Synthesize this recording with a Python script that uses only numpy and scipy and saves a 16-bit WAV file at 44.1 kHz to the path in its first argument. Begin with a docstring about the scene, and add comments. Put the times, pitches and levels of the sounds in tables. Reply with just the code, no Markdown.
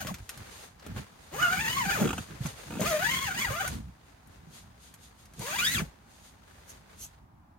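"""Zipping shut a tent window

Someone zips a panel shut inside a small tent: a short nudge, then three long strokes.
The slider strikes two rows of teeth in turn, so it rasps and whines, higher as it speeds up.
When it creeps, the teeth tick one by one. The pulled fabric flutters and flaps, pull tabs click,
and clothes rustle and swish. The tent adds a very short echo, and the outdoors rumbles faintly."""
import sys
import numpy as np
from scipy import signal
from scipy.fft import rfft, irfft, next_fast_len
from scipy.io import wavfile

SR = 44100
rng = np.random.default_rng(int(sys.argv[2]) if len(sys.argv) > 2 else 0)


def wrap_up_sound(samples):
    """Save the sound to the file named by the first command line argument, as 16-bit audio."""
    columns = np.atleast_2d(samples).T
    # keep every value between -1 and 1, then stretch to whole-number steps
    tamed = np.clip(columns, -1, 1)
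    steps = np.round(tamed * 32767).astype(np.int16)
    wavfile.write(sys.argv[1], SR, steps)


N = 334278
T = np.arange(N) / SR


def undb(db):
    """Turn decibels into a number to multiply by."""
    return 10 ** (np.asarray(db) / 20)


def unit(x):
    """Scale a signal so that its average power is 1."""
    return x / np.sqrt(np.mean(x ** 2) + 1e-20)


def gain_at(points, hz):
    """Read the gain at a pitch from a tone curve with rows of pitch_hz, level_db."""
    pitch_hz, level_db = np.transpose(points)
    return undb(np.interp(np.log(hz + 1), np.log(pitch_hz), level_db))


def colour(x, points):
    """Filter a sound with a tone curve; white noise keeps its power."""
    size = 4096
    gain = unit(gain_at(points, np.fft.rfftfreq(size, 1 / SR)))
    # make the filter ring only after a sound, never before it
    cepstrum = irfft(np.log(gain))
    cepstrum[1:size // 2] *= 2
    cepstrum[size // 2 + 1:] = 0
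    ring = irfft(np.exp(rfft(cepstrum)))
    return signal.fftconvolve(x, ring)[:N]


def wander(hz):
    """A random curve of size about 1 that takes a new value hz times a second."""
    return unit(np.interp(T * hz, np.arange(N // 8), rng.standard_normal(N // 8)))


def grains(rate_hz, spread_db):
    """Rubbing noise made of tiny catches of uneven size."""
    return unit(rng.standard_normal(N) * undb(spread_db * wander(rate_hz)))


def bursts(starts_s, levels_db, decay_s):
    """A short, fading rattle of noise at each start time."""
    loudness = np.zeros(N)
    for start_s, level_db in zip(starts_s, levels_db):
        start = max(int(start_s * SR), 0)
        age = T[:min(SR // 8, N - start)]
        loudness[start:start + len(age)] += undb(level_db) * np.exp(-age / decay_s)
    return loudness * rng.standard_normal(N)


def gestures(table, attack_s, release_s):
    """Each movement swells, holds and dies away; gives one loudness curve per level column."""
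    t = T[::64]
    power = 0
    for start_s, length_s, *levels_db in table:
        before = np.maximum(start_s - t, 0)
        after = np.maximum(t - start_s - length_s, 0)
        shape = np.exp(-before / attack_s - after / release_s)
        power = power + (undb(levels_db)[:, None] * shape) ** 2
    return [np.interp(T, t, np.sqrt(p)) for p in power]


def tent(x, echo_s, echo_db, lag_ms, left_db, shared_hz=285):
    """Direct sound plus brief echoes off moving cloth walls; both ears share the bass."""
    size = next_fast_len(N + SR // 4)
    hz = np.fft.rfftfreq(size, 1 / SR)
    age = T[:SR // 4]
    tails = rng.standard_normal((2, 2, len(age))) * undb(-60 * age / echo_s) * np.minimum(age / .002, 1)
    tails /= np.sqrt(np.sum(tails ** 2, axis=-1, keepdims=True))
    echo_share = hz ** 4 / (hz ** 4 + shared_hz ** 4) / np.sqrt(1 + undb(-echo_db) ** 2)
    sides = np.array([[1], [-1]])
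    lag = np.exp(1j * np.pi * hz * sides * lag_ms / 1000)  # one ear hears it first
    spectrum = rfft(x, size)
    direct = irfft(spectrum * lag * np.sqrt(1 - echo_share ** 2), size)[:, :N]
    first, second = irfft(spectrum * echo_share * rfft(tails, size), size)[..., :N]
    # as the walls billow, one pattern of echoes gives way to another
    billow = np.pi * wander(7)
    return (direct + first * np.cos(billow) + second * np.sin(billow)) * undb(sides * left_db / 2)


def hand_pull(stroke, fade_s=.022):
    """One stroke's teeth per second and pulling force; the hand takes up and lets go smoothly."""
    time_s, rate_hz, pull_db = np.transpose(stroke)
    fade = np.clip(.5 + np.minimum(T - time_s[0], time_s[-1] - T) / fade_s, 0, 1)
    rate = (fade > 0) * np.interp(T, time_s, rate_hz)
    pull = fade * undb(np.interp(T, time_s, pull_db))
    return np.array([rate, pull])


def squeal(multiple):
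    """How one tone of the whine, at this multiple of the tooth rate, briefly swells or sinks."""
    # swells and dips: peak_s, width_s, multiple, change_db
    swells = [(0.04, 0.047, 1, -1), (0.102, 0.012, 2, 11), (1.462, 0.042, 2, 10.5), (1.44, .02, 4, 13),
              (1.586, 0.026, 3, 8.5), (1.72, 0.05, 3, 5), (1.794, 0.036, 1, 13.5), (1.808, 0.015, 2, 4),
              (2.92, 0.068, 2, -6.5), (2.945, 0.019, 1, 8.5), (3.06, 0.035, 2, 7.5), (3.18, 0.022, 3, 3),
              (3.309, 0.017, 2, 2), (3.441, 0.019, 2, 9)]
    return undb(sum(change_db * np.exp(-.5 * ((T - peak_s) / width_s) ** 2)
                    for peak_s, width_s, k, change_db in swells if round(k) == multiple))


def zipper(rate_hz, whine_gain, rasp_gain, jitter=.023, shudder_db=2, row_db=-1, fray_db=-9,
           overtone_db=-3, rasp_db=6, bite=.42, hollow_hz=1500, fast_hz=1200):
    """Two rows of teeth mesh in turn: a whine with a strong octave, and a rasp at each tooth."""
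    # how well tape and panel give off the two lowest tones: pitch_hz, level_db
    whine_tone = [(200, -1), (450, 8), (620, 7.5), (820, 5.5), (1050, 3), (1220, 8.5), (1480, 15),
                  (2000, 7), (2600, 9), (3500, 7.5), (4300, 2.5)]
    # the same for the higher tones: pitch_hz, level_db
    upper_tone = [(300, 21), (1200, 1), (2400, 5), (2900, 6), (3400, 2), (4000, -1), (4900, 8),
                  (5700, -7.5), (9000, 4)]
    # tone of the slider scraping the teeth: pitch_hz, level_db
    rasp_tone = [(250, -14.5), (450, -4.5), (800, -7), (1700, -2), (2700, -6), (4000, -10), (4900, -11),
                 (5700, -12), (6300, -6), (6900, -3.5), (7500, -16), (8400, -8), (10200, -16.5),
                 (12400, -11), (16000, -16)]
    row, octave = (whine_gain * gain_at(whine_tone, k * rate_hz) * squeal(k) for k in (1, 2))
    # the slider catches and hurries, so the teeth never come quite evenly
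    phase = 2 * np.pi * np.cumsum(rate_hz * (1 + jitter * wander(220))) / SR
    grip = unit(undb(shudder_db * wander(170)))
    whine = undb(row_db) * row * np.sin(phase) + octave * np.sin(2 * phase)
    # the flexing tape shakes the octave in size and timing, which frays it
    fray = (wander(600) * np.sin(2 * phase) + wander(600) * np.cos(2 * phase)) / np.sqrt(2)
    whine += undb(fray_db) * octave * fray
    for k in range(3, 9):
        strength = whine_gain * squeal(k) * gain_at(upper_tone, k * rate_hz) * (3 / k) ** 1.72
        flicker = 1 + .6 * wander(300)
        whine += undb(overtone_db) * strength * flicker * np.sin(k * phase + .44 * wander(300))
    strikes = unit(np.exp(bite * (np.cos(2 * phase) + np.cos(phase))))
    rasp = colour(grains(1100, 1.6) * strikes * rasp_gain * grip, rasp_tone) * undb(rasp_db)
    # a fast slider skims the teeth, so its rasp sounds thinner
    body = signal.sosfiltfilt(signal.butter(2, hollow_hz, fs=SR, output="sos"), rasp)
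    rasp -= body * rate_hz ** 2 / (rate_hz ** 2 + fast_hz ** 2)
    return (tent(np.sqrt(2) * whine * grip, echo_s=.05, echo_db=8, lag_ms=.16, left_db=1.65)
            + tent(rasp, echo_s=.12, echo_db=3, lag_ms=.054, left_db=2.5))


def fabric(shake, rise_s=.0072, flap_db=-2, drum_db=-2, sway_db=-1, sag=.6, slack_db=-6,
           rest_drum_db=-62, rest_sway_db=-60):
    """Pulls and shoves make the tight panel drum and the slack walls sway; jerks make the panel flap."""
    # a hand or body shoves the tent: start_s, length_s, drum_db, sway_db
    shoves = [(0.0, 0.15, -42, -49.5), (0.205, .02, -54, -43.5), (0.38, 0.037, -47.5, -46),
              (0.885, 0.13, -40.5, -43), (1.585, 0.017, -35.5, -54), (2.012, 0.058, -26.5, -59),
              (2.08, 0.13, -40.5, -43), (2.31, 0.045, -43.5, -47), (2.41, 0.12, -50, -42),
              (2.68, 0.15, -41.5, -47.5), (2.815, .025, -29, -43), (3.485, .025, -46, -32.5),
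              (3.69, 0.11, -38, -39.5), (3.83, 0.067, -51, -41), (4.28, 0.42, -57, -58),
              (5.39, 0.038, -43.5, -57), (5.76, .05, -32.5, -38.5), (5.84, 0.045, -51, -47.5),
              (6.95, 0.11, -73, -56), (7.225, .02, -60, -55)]
    # tone of the tight panel: pitch_hz, level_db
    drum_tone = [(70, -27), (110, -2), (150, 1.5), (205, -1), (270, -7.5), (400, -13.5), (900, -50)]
    # tone of the slack walls: pitch_hz, level_db
    sway_tone = [(20, -50.5), (33, -18), (52, 3.5), (80, 4.5), (110, -0.5), (160, -9.5), (400, -53.5)]
    # the panel flaps or is bumped: start_s, level_db, middle_pitch_hz
    flaps = [(0.113, -28.5, 184), (0.37, -50, 108), (0.88, -45, 147), (0.915, -35, 134),
             (0.963, -32.5, 134), (1.58, -32, 84), (1.86, -27.5, 196), (2.01, -17.5, 211),
             (2.405, -24, 137), (2.451, -24, 163), (3.695, -42, 80), (4.471, -44.5, 169), (5.394, -35, 123),
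             (5.816, -24.5, 176)]
    drum, sway = gestures(shoves, attack_s=.02, release_s=.016)
    drum = np.sqrt(drum ** 2 + shake ** 2 + undb(rest_drum_db) ** 2)
    sway = np.sqrt(sway ** 2 + (shake * undb(slack_db)) ** 2 + undb(rest_sway_db) ** 2)
    out = colour(rng.standard_normal(N), drum_tone) * drum * undb(drum_db)
    out += colour(rng.standard_normal(N), sway_tone) * sway * undb(sway_db)
    age = T[:SR // 6] / rise_s  # a flap is loudest at age 1
    for start_s, level_db, middle_hz in flaps:
        start = int(start_s * SR)
        pitch_hz = middle_hz * (1 + sag * (np.exp(-age / 2) - .5))  # sinks as the panel slackens
        swing = np.sin(2 * np.pi * np.cumsum(pitch_hz) / SR)
        out[start:start + len(age)] += undb(level_db + flap_db) * age * np.exp(1 - age) * swing
    return tent(out, echo_s=.011, echo_db=13, lag_ms=-.48, left_db=-1.5)


def outdoors(level_db=-62, swell_db=1, split_hz=300):
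    """A faint, dull rumble from outside; only its bass is alike in both ears."""
    # tone of the rumble: pitch_hz, level_db
    rumble_tone = [(25, -12), (55, -7), (110, -22), (250, -12.5), (450, -28.5), (820, -14), (1600, -26),
                   (3000, -38.5), (8000, -46), (15000, -45)]
    low_pass = signal.butter(2, split_hz, fs=SR, output="sos")
    high_pass = signal.butter(2, split_hz, "high", fs=SR, output="sos")
    bass = signal.sosfilt(low_pass, rng.standard_normal(N))
    air = signal.sosfilt(high_pass, rng.standard_normal((2, N)))
    rumble = np.array([colour(bass + side, rumble_tone) for side in air])
    return rumble * undb(level_db + swell_db * wander(11))


def tooth_ticks(gap_s=.0158, snap_db=2, tug_db=-2):
    """A creeping slider passes the teeth one by one; each snaps and tugs the panel."""
    # the slider creeps: start_s, tooth_count, snap_db, tug_db
    creeps = [(0.047, 1, -43, -31), (0.864, 1, -40, -36.5), (0.963, 2, -38.5, -37), (2.008, 4, -31, -24),
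              (2.074, 3, -26.5, -26), (2.130, 1, -27, -25.5), (2.18, 1, -29.5, -26), (2.457, 1, -33, -31),
              (2.706, 7, -39, -33), (2.822, 2, -37, -33)]
    # tone of a snapping tooth: pitch_hz, level_db
    snap_tone = [(200, 10.5), (700, 15.5), (1000, 7), (1400, 20.5), (1900, 1.5), (2500, 12), (3400, 7),
                 (4500, -10.5), (6600, 4), (15000, -15)]
    # tone of the tugged panel: pitch_hz, level_db
    tug_tone = [(60, -31), (130, -30), (220, 12.5), (400, -3), (800, -6.5), (2000, -25)]
    ticks = [(start_s + k * gap_s, snap, tug)
             for start_s, count, snap, tug in creeps for k in range(round(count))]
    starts_s, snaps_db, tugs_db = np.transpose(ticks)
    snap = colour(bursts(starts_s, snaps_db, decay_s=.0039), snap_tone) * undb(snap_db)
    tug = colour(bursts(starts_s, tugs_db, decay_s=.0055), tug_tone) * undb(tug_db)
    return tent(snap + tug, echo_s=.055, echo_db=0, lag_ms=.05, left_db=0)


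def tab_clicks(knock_db=2, tick_db=5):
    """Metal pull tabs knock against the slider and the tape."""
    # each hit of a tab: start_s, knock_db, tick_db
    hits = [(0.07, -32.5, -50), (0.1422, -37, -46), (0.1844, -48.5, -63), (0.2922, -35.5, -36),
            (0.375, -45, -49), (0.645, -52, -63), (0.7958, -50.5, -72), (0.864, -49.5, -48.5),
            (3.6777, -37, -32.5), (4.2726, -64, -59), (4.9396, -51, -47.5), (5.255, -55, -58),
            (5.336, -55, -55.5), (5.3934, -45, -43)]
    # tone of the knock: pitch_hz, level_db
    knock_tone = [(300, -8), (1500, 13.5), (3500, 7.5), (6000, 8.5), (9000, -2.5)]
    # tone of the bright tick on top: pitch_hz, level_db
    tick_tone = [(3500, -28), (6500, 16), (7600, 9), (9000, 14), (13000, 14.5), (16000, -41)]
    starts_s, knocks_db, ticks_db = np.transpose(hits)
    knock = colour(bursts(starts_s, knocks_db, decay_s=.0058), knock_tone) * undb(knock_db)
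    tick = colour(bursts(starts_s, ticks_db, decay_s=.0035), tick_tone) * undb(tick_db)
    return tent(knock + tick, echo_s=.07, echo_db=-1, lag_ms=.02, left_db=1)


def clothes(hiss_db=2.5, rub_db=-.5, left_db=1, fidget_hiss_db=-72, fidget_rub_db=-63,
            still_s=7.15, settle_s=.053):
    """Cloth slides on cloth: a grainy hiss over a duller rub, so spread out that each ear hears its own."""
    # a sleeve or trouser leg slides: start_s, length_s, hiss_db, rub_db
    slides = [(0.1, 0.1, -64, -55.5), (0.23, 0.1, -64, -63), (0.32, 0.16, -59.5, -51),
              (0.52, 0.13, -54, -50), (0.83, 0.087, -71, -52), (0.98, 0.016, -53.5, -43),
              (1.07, 0.11, -69, -61.5), (1.22, 0.14, -62.5, -56.5), (2.12, 0.11, -51.5, -49),
              (2.28, 0.087, -60.5, -51), (2.44, 0.059, -48.5, -45), (2.58, 0.21, -54.5, -49.5),
              (3.68, 0.059, -49, -45), (4.06, .06, -71.5, -64), (4.32, 0.041, -69, -60),
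              (4.545, 0.042, -54.5, -57), (4.83, 0.052, -59, -66), (5.035, 0.016, -57, -72),
              (5.2, 0.022, -62.5, -70), (5.42, 0.11, -45, -61.5), (5.85, 0.0089, -61, -53),
              (6.11, 0.097, -63.5, -68), (6.25, 0.028, -58.5, -62), (6.48, 0.26, -67.5, -61),
              (6.7, 0.064, -63, -57), (6.905, 0.026, -68, -56.5), (6.99, 0.065, -59.5, -104)]
    # tone of the hiss: pitch_hz, level_db
    hiss_tone = [(1500, -8), (3500, 2), (5000, 0), (5700, -4), (6600, 5), (7500, -5.5), (8600, 1.5),
                 (10200, -5), (12800, -4.5), (16000, -31.5)]
    # tone of the rub: pitch_hz, level_db
    rub_tone = [(200, -10), (450, 0.5), (850, -3), (1600, -2), (3000, -9.5), (5000, -13.5), (9000, -24)]
    hiss, rub = gestures(slides, attack_s=.029, release_s=.041)
    fidget = np.exp(-np.maximum(T - still_s, 0) / settle_s)  # the person shifts about, then sits still
    hiss = np.hypot(hiss * undb(hiss_db), fidget * undb(fidget_hiss_db))
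    rub = np.hypot(rub * undb(rub_db), fidget * undb(fidget_rub_db))
    ears = [colour(hiss * grains(700, .68), hiss_tone) + colour(rub * grains(250, 2.65), rub_tone)
            for _ in range(2)]
    return np.array(ears) * undb(np.array([[left_db], [-left_db]]) / 2)


def swishes():
    """Hands flick over smooth fabric in short, bright strokes that swell and fade."""
    # each flick: peak_s, level_db, width_s
    flicks = [(2.467, -38.5, 0.0052), (2.806, -31, 0.0019), (2.9, -38.5, .018), (6.701, -48, 0.013),
              (7.029, -42, 0.024)]
    # tone of a flick: pitch_hz, level_db
    swish_tone = [(2000, -8), (5000, -5), (6500, 8), (7600, 2.5), (9000, 0.5), (12000, -0.5), (14000, -6),
                  (16000, -14)]
    loudness = sum(undb(level_db) * np.exp(-.5 * ((T - peak_s) / width_s) ** 2)
                   for peak_s, level_db, width_s in flicks)
    swish = colour(loudness * grains(900, 1), swish_tone)
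    return tent(swish, echo_s=.013, echo_db=34, lag_ms=.0067, left_db=1.5)


def scene():
    """Everything heard inside the tent; the same pull drives the zipper and shakes the panel."""
    # the hand's motion in each stroke: time_s, tooth_rate_hz (of one row), pull_db
    nudge = [(0.0, 870.5, -43), (0.042, 447.5, -54.5), (0.082, 645.3, -48), (0.114, 323.4, -55.5),
             (0.135, 150.7, -87)]
    first = [(1.32, 290.5, -53.5), (1.35, 424.3, -50), (1.422, 733.7, -44.5), (1.49, 684.7, -49.5),
             (1.522, 763.8, -44), (1.576, 753.8, -47), (1.62, 909.1, -44.5), (1.646, 859.5, -43),
             (1.77, 1104, -45.5), (1.802, 1034, -43), (1.86, 744.8, -46), (1.884, 824.8, -46),
             (1.904, 725.1, -41), (1.93, 867.2, -44), (1.96, 670.5, -42.5), (1.998, 327.9, -44.5),
             (2.014, 211.5, -42.5), (2.07, 115.3, -49.5)]
    second = [(2.79, 136.5, -52), (2.814, 215.2, -42), (2.83, 371.5, -43.5), (2.85, 588.0, -43),
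              (2.882, 687.5, -39), (2.982, 580.7, -46), (3.05, 849.5, -43), (3.122, 1059, -41),
              (3.24, 1096, -45), (3.288, 751.6, -46.5), (3.33, 732.5, -51), (3.4, 1082, -39),
              (3.426, 1113, -45.5), (3.51, 518.7, -48), (3.614, 799.3, -46), (3.638, 554.8, -47.5),
              (3.66, 777.7, -50), (3.675, 743.2, -43.5)]
    third = [(5.39, 139.8, -58), (5.42, 329.9, -49.5), (5.434, 444.0, -53), (5.478, 575.8, -46.5),
             (5.52, 645.1, -45), (5.596, 1229, -40.5), (5.662, 1720, -38.5), (5.736, 2145, -38),
             (5.77, 1357, -41.5), (5.788, 1142, -39), (5.796, 860.9, -45.5), (5.816, 369.0, -49.5),
             (5.825, 221.0, -48)]
    # what the tape's tightness adds to the pull, one row per stroke: shake_db, whine_db, rasp_db
    tightness = [(-3, -6, -0.5), (2.5, 1, 0.5), (0.5, 1, 0), (-6, -1.3, -1.5)]
    rates, pulls = np.stack([hand_pull(stroke) for stroke in (nudge, first, second, third)], axis=1)
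    shake, whine_gain, rasp_gain = undb(tightness).T @ pulls
    return (zipper(rates.sum(axis=0), whine_gain, rasp_gain) + tooth_ticks() + tab_clicks()
            + fabric(shake) + clothes() + swishes() + outdoors())


def record(dry, low_hz=36, top_hz=16100):
    """The microphone drops the deepest bass and the recorder cuts the highest treble."""
    heard = signal.sosfilt(signal.butter(3, low_hz, "high", fs=SR, output="sos"), dry)
    return signal.sosfiltfilt(signal.ellip(8, .1, 60, top_hz, fs=SR, output="sos"), heard)


dry = scene()
out = record(dry)
wrap_up_sound(out)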